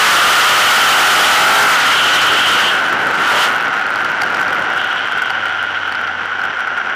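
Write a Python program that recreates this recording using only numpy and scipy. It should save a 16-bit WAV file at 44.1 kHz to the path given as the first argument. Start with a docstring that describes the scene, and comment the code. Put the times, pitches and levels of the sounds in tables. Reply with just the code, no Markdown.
"""A V8 at full cry in roaring wind, heard from a cased camera on a sprint car's roll cage.
Eight unequal exhaust pulses a cycle make the bark. The driver lifts and coasts round the dirt oval
with one dab of throttle: the engine drones, tyres rumble on clay, the mount chatters over ruts.
Bark, wind and knocks ring in the case, and a very fast limiter crushes the loud part to a crackle."""
import sys
import numpy as np
from scipy.fft import rfft, irfft, next_fast_len
from scipy.io import wavfile
from scipy.ndimage import uniform_filter1d, minimum_filter1d, map_coordinates

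SR = 44100
rng = np.random.default_rng(int(sys.argv[2]) if len(sys.argv) > 2 else 0)


def master(y):
    """Save y as 16-bit WAV."""
    cut = np.clip(np.atleast_2d(y).T, -1, 1)
    pcm = np.round(cut * 32767)  # scale
    wavfile.write(sys.argv[1], SR, pcm.astype(np.int16))


N = 306495
TIME = np.arange(N) / SR
SIZE = next_fast_len(N + SR // 2, real=True)
FREQ = np.fft.rfftfreq(SIZE, 1 / SR)
LIFT_S = 1.62  # the driver comes off the throttle

# the rev curve: (time [s], four-stroke cycle rate [Hz])
REVS = [(0, 44.2), (.13, 43.3), (.4, 47.1), (.72, 47.4), (.83, 49.9), (1.07, 49), (1.24, 47.4), (1.58, 52),
        (1.64, 51.6), (1.76, 47), (1.86, 46.3), (1.95, 40.4), (2.27, 35.9), (2.38, 36.2), (2.7, 31),
        (3.15, 31), (3.55, 38.5), (4.3, 34), (5.1, 35), (6, 31), (6.95, 29.5)]
def engine(shut_db=-17, load_db=18.5, coast_db_per_s=2.5, tones_db=-9):
    """The V8 barks and sings under load, then fades over its drone as the car slows."""
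    cycle_hz = curve(REVS) * (1 + 0.002 * wobble(25))
    cycles = np.cumsum(cycle_hz) / SR
    pedal = throttle()
    level_db = shut_db + load_db * pedal - coast_db_per_s * np.maximum(TIME - LIFT_S, 0)
    bark = exhaust(cycles)
    tones = engine_tones(cycles)
    return amp(level_db) * (bark + amp(tones_db) * pedal ** 3 * tones) + drone(cycles, tones)


def throttle(lift_takes_s=0.33, dab_s=3.38, dab_half_width_s=0.16):
    """Pedal position, 0 shut to 1 wide open: a long pull, the lift, a dab in the corner."""
    pull = np.interp(TIME, [0, 1.5, LIFT_S, LIFT_S + lift_takes_s], [0.91, 1, 1, 0])
    dab = 0.72 * np.exp(-((TIME - dab_s) / dab_half_width_s) ** 2)
    return pull + dab


# the cylinders in firing order: (pulse strength [gain], travel time through the header [s])
FIRING_ORDER = [(1.1, .0002), (0.42, 0.001596), (1, 0.001102), (0.68, 0.00049), (0.36, 0.00191),
                (1.22, .0001), (0.75, .0007), (0.64, .0013)]
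# the voice of the pipes: (frequency [Hz], level [dB])
EXHAUST_EQ = [(60, -6.5), (200, -4.5), (400, 0), (800, 4.5), (1400, -1), (2200, 1), (4000, -3.5),
              (15000, -19.5)]
def exhaust(cycles, scatter_db=2.2, jitter_s=0.000015, rasp=0.27):
    """Each cylinder fires a pulse down its header, trailed by a puff of turbulence."""
    strength, travel_s = np.transpose(FIRING_ORDER)
    firings = cycles * len(FIRING_ORDER)
    shot = np.arange(int(firings[-1]))
    cylinder = shot % len(FIRING_ORDER)
    timing, force = rng.standard_normal((len(shot), 2)).T
    times = np.interp(shot, firings, TIME) + travel_s[cylinder] + jitter_s * timing
    train = pulses(times, strength[cylinder] * amp(scatter_db * force))
    puffs = filtered(train, 1 / (1 + 1j * FREQ / 150)) * rng.standard_normal(N)  # 1 ms tails
    return unit(filtered(unit(train) + rasp * unit(puffs), colour(EXHAUST_EQ) * camera_case()))


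# the pitched edge of the engine: (order [multiple of the cycle rate], relative level [dB])
ENGINE_ORDERS = [(8, -10), (10, -14), (13, -13), (14, -12), (15, -7), (16, -7), (17, -5), (18, -8),
                 (21, -7), (24, -1), (27, -2), (28, 0), (30, -2)]
def engine_tones(cycles, shimmer_db=2.9):
    """Engine orders ring as clean tones that follow the revs, each wavering in level."""
    return sum(amp(db + shimmer_db * wobble(6)) * np.sin(2 * np.pi * (order * cycles + rng.random()))
               for order, db in ENGINE_ORDERS)


# the drone swells on the overrun: (start [s], hold [s], release [s], level [dB])
OVERRUN_BOOMS = [(1.6, 0.88, 0.11, -39.5), (5.3, 0.79, .4, -47.5)]
def drone(cycles, tones, rest_db=-50, firing_db=-3.5, tones_db=-3):
    """One bank's uneven firing hums at the third order, with the firing note and lingering tones."""
    bank = np.sqrt(2) * np.sin(2 * np.pi * 3 * cycles)
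    firing = amp(firing_db + 3 * wobble(5)) * np.sin(2 * np.pi * len(FIRING_ORDER) * cycles)
    level = (amp(rest_db) + swells(OVERRUN_BOOMS)) * amp(1.1 * wobble(22))
    return level * (bank + firing + amp(tones_db) * tones)


# the boxy tone of the case: (frequency [Hz], level [dB])
CASE_EQ = [(25, -39), (100, -35.5), (300, -25), (600, -19), (800, -14), (1050, -11.5), (1250, -5),
           (1390, -0.5), (1490, -3.5), (1620, -8.5), (1830, -8.5), (2400, -14), (3000, -13.5),
           (3600, -18.5), (7000, -28.5), (15000, -48.5)]
def camera_case():
    """Response of the case to airborne sound: lows and highs are muffled, the mids honk."""
    return colour(CASE_EQ)


# surges of broad roar, the short one at 3.4 s coming with the throttle dab:
# (start [s], hold [s], release [s], level [dB])
ROAR_SURGES = [(0, 1.28, 0.29, 4), (1.9, 0.74, 0.093, -13), (3.4, 0.053, 0.028, -12), (4.22, .05, .4, -39)]
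# air catching a gap in the case: (start [s], hold [s], release [s], level [dB])
GAP_WHISTLES = [(0, 1.28, 0.18, -5), (1.92, 0.68, 0.13, -13.5), (3.39, 0.043, .04, -17.5),
                (4.8, 0.14, 1.28, -27.5)]
def wind_and_roar(breeze_db=-22.5, slowing_db_per_s=3):
    """Airflow eases as the car slows; a broad roar surges over it and a gap in the case sings."""
    level = amp(breeze_db - slowing_db_per_s * TIME) + swells(ROAR_SURGES)
    roar = rush(camera_case(), flutter_db=2.0, flutter_hz=40)
    whistle = rush(resonances([(2996, 573, 0)]) ** 2, flutter_db=2.5, flutter_hz=45)
    return level * roar + swells(GAP_WHISTLES) * whistle


# the ring of the knocked case: (frequency [Hz], width [Hz], level [dB])
CASE_MODES = [(759.4, 59, -5.5), (1032, 310, -12.5), (1389, 144, 0.5), (1524, 155, 0.5), (1990, 575, -15.5),
              (2930, 335, -20.5), (3225, 236, -23.5), (5880, 380, -36.5)]
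# the colour of a knock: (frequency [Hz], level [dB])
KNOCK_EQ = [(30, -31.5), (300, -4), (700, -3), (3200, 4), (4200, -1.5), (6500, 3), (9000, -17),
            (15000, -18)]
def mount(knocks_per_s=170, spread_db=2.5, average_db=-18, db_per_rumble_db=0.37):
    """The shaking mount knocks and buzzes, harder on rough ground, and rings the case."""
    shell = resonances(CASE_MODES) * colour(KNOCK_EQ)
    count = int(knocks_per_s * N / SR)
    direction, force = rng.standard_normal((count, 2)).T
    sizes = np.sign(direction) * amp(spread_db * np.clip(force, -2, 2))
    knocks = unit(filtered(pulses(rng.uniform(0, N / SR, count), sizes), shell))
    buzz = rush(shell, flutter_db=0.6, flutter_hz=90)
    rumble_db = curve(RUMBLE_FADER)
    chatter_db = average_db + db_per_rumble_db * (rumble_db - rumble_db.mean())
    return amp(chatter_db) * unit(knocks + buzz) + rut_hits(shell)


# accents from hard ruts: (time [s], relative level [dB])
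RUT_HITS = [(3.864, -11), (3.9568, -4), (4.0462, -4.5), (4.2178, 4.5), (4.233, -5), (4.344, -5.5),
            (4.48, -9), (5.303, -4.5), (5.9218, -5.5), (5.951, -10), (6.072, -11), (6.4147, -11.5),
            (6.4514, -11)]
# a bright 4.5 kHz tick of overload on the hardest knocks: (frequency [Hz], width [Hz], level [dB])
OVERLOAD_TICK = (4450, 350, -20.5)
def rut_hits(shell, trim_db=-2, half_width_s=0.0015):
    """A hard rut scrapes the mount for a few milliseconds: a clack with a bright tick on top."""
    scrapes = sum(amp(db) * np.exp(-((TIME - start - half_width_s) / half_width_s) ** 2)
                  for start, db in RUT_HITS)
    struck = shell + resonances([OVERLOAD_TICK])
    struck /= np.sqrt(np.mean(np.abs(struck) ** 2))
    return amp(trim_db) * filtered(scrapes * rng.standard_normal(N), struck)


# how hard the tyres work the clay: (time [s], level [dB])
RUMBLE_FADER = [(0, -40), (2.1, -21), (3, -20.5), (3.9, -27), (4.6, -22.5), (4.75, -27), (5.9, -33),
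                (6.95, -31.5)]
# the dull tone of rolling on dirt: (frequency [Hz], level [dB])
TYRE_EQ = [(20, -36), (55, -13), (90, -6), (180, -4), (320, -2), (600, -0.5), (1000, -0.5), (2000, -6.5),
           (5000, -45.5), (15000, -68)]
def tyres():
    """Clay rumbles under the wheels and comes up through the frame."""
    return amp(curve(RUMBLE_FADER)) * rush(colour(TYRE_EQ), flutter_db=1.5, flutter_hz=25)


def amp(db):
    """Decibels to gain."""
    return 10 ** (np.asarray(db) / 20)


def unit(x):
    """Scale to rms 1."""
    return x / np.sqrt(np.mean(x ** 2) + 1e-20)


def curve(points):
    """An automation line through (time, value) points."""
    return np.interp(TIME, *np.transpose(points))


def wobble(rate):
    """A smooth random curve, rate knots a second."""
    return map_coordinates(rng.standard_normal(int(N * rate / SR) + 4), [TIME * rate])


def swells(rows, rise_s=0.13):
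    """An envelope of events that rise up to their start time, hold and die away."""
    return sum(amp(db) * np.exp(np.minimum(TIME - start, 0) / rise_s)
               * np.exp(-np.maximum(TIME - start - hold, 0) / release)
               for start, hold, release, db in rows)


def filtered(x, response):
    """Apply a frequency response."""
    return irfft(rfft(x, SIZE) * response, SIZE)[:N]


def colour(points):
    """A minimum-phase EQ through (Hz, dB) points."""
    hz, db = np.transpose(points)
    gain = amp(np.interp(np.log(FREQ + 1), np.log(hz), db))
    cepstrum = irfft(np.log(gain), SIZE)
    causal = 1 + np.sign(np.fft.fftfreq(SIZE))
    return np.exp(rfft(cepstrum * causal, SIZE))


def resonances(modes):
    """Causal response of (Hz, width, dB) modes of alternating sign."""
    return sum((-1) ** k * amp(db) * 1j * FREQ * width / (hz * hz - FREQ ** 2 + 1j * FREQ * width)
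               for k, (hz, width, db) in enumerate(modes))


def rush(response, flutter_db, flutter_hz):
    """Coloured noise of rms 1 whose level flutters."""
    return unit(filtered(rng.standard_normal(N), response) * amp(flutter_db * wobble(flutter_hz)))


def pulses(times, sizes):
    """Impulses placed between samples with a windowed sinc."""
    at = times[:, None] * SR
    taps = np.floor(at).astype(int) + np.arange(-7, 9)
    shape = np.sinc(taps - at) * np.sinc((taps - at) / 8)
    return np.bincount(np.clip(taps, 0, N).ravel(), (sizes[:, None] * shape).ravel(), N + 1)[:N]


def scene():
    """The mono mix at the microphone inside the case."""
    return (engine() + wind_and_roar() + tyres() + mount())[None]


def limiter(x, ceiling=0.51, knee=3.5, step_db=1.9, hold_samples=24, crackle=0.38, clip_at=0.52):
    """Gain ducks within a millisecond in coarse steps and jitters as it works, so peaks crackle."""
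    needed_db = -20 * np.log10(1 + np.abs(x / ceiling) ** knee) / knee
    stepped = amp(step_db * np.round(needed_db / step_db))
    gain = uniform_filter1d(minimum_filter1d(stepped, hold_samples), hold_samples // 2)
    fizz = unit(filtered(rng.standard_normal(N), resonances([(3300, 3600, 0)])))
    jitter = 1 + crackle * np.abs(1 - gain) * fizz
    return np.clip(x * gain * jitter, -clip_at, clip_at)


def record(dry, low_cut_hz=135, clip_at=0.51, top_hz=15500):
    """The camera limits hard, thins the deep bass, clips the peaks and cuts the very top."""
    thinned = filtered(limiter(dry[0]), 1j * FREQ / (low_cut_hz + 1j * FREQ))
    return filtered(np.clip(thinned, -clip_at, clip_at), FREQ < top_hz)[None]


dry = scene()
out = record(dry)
master(out)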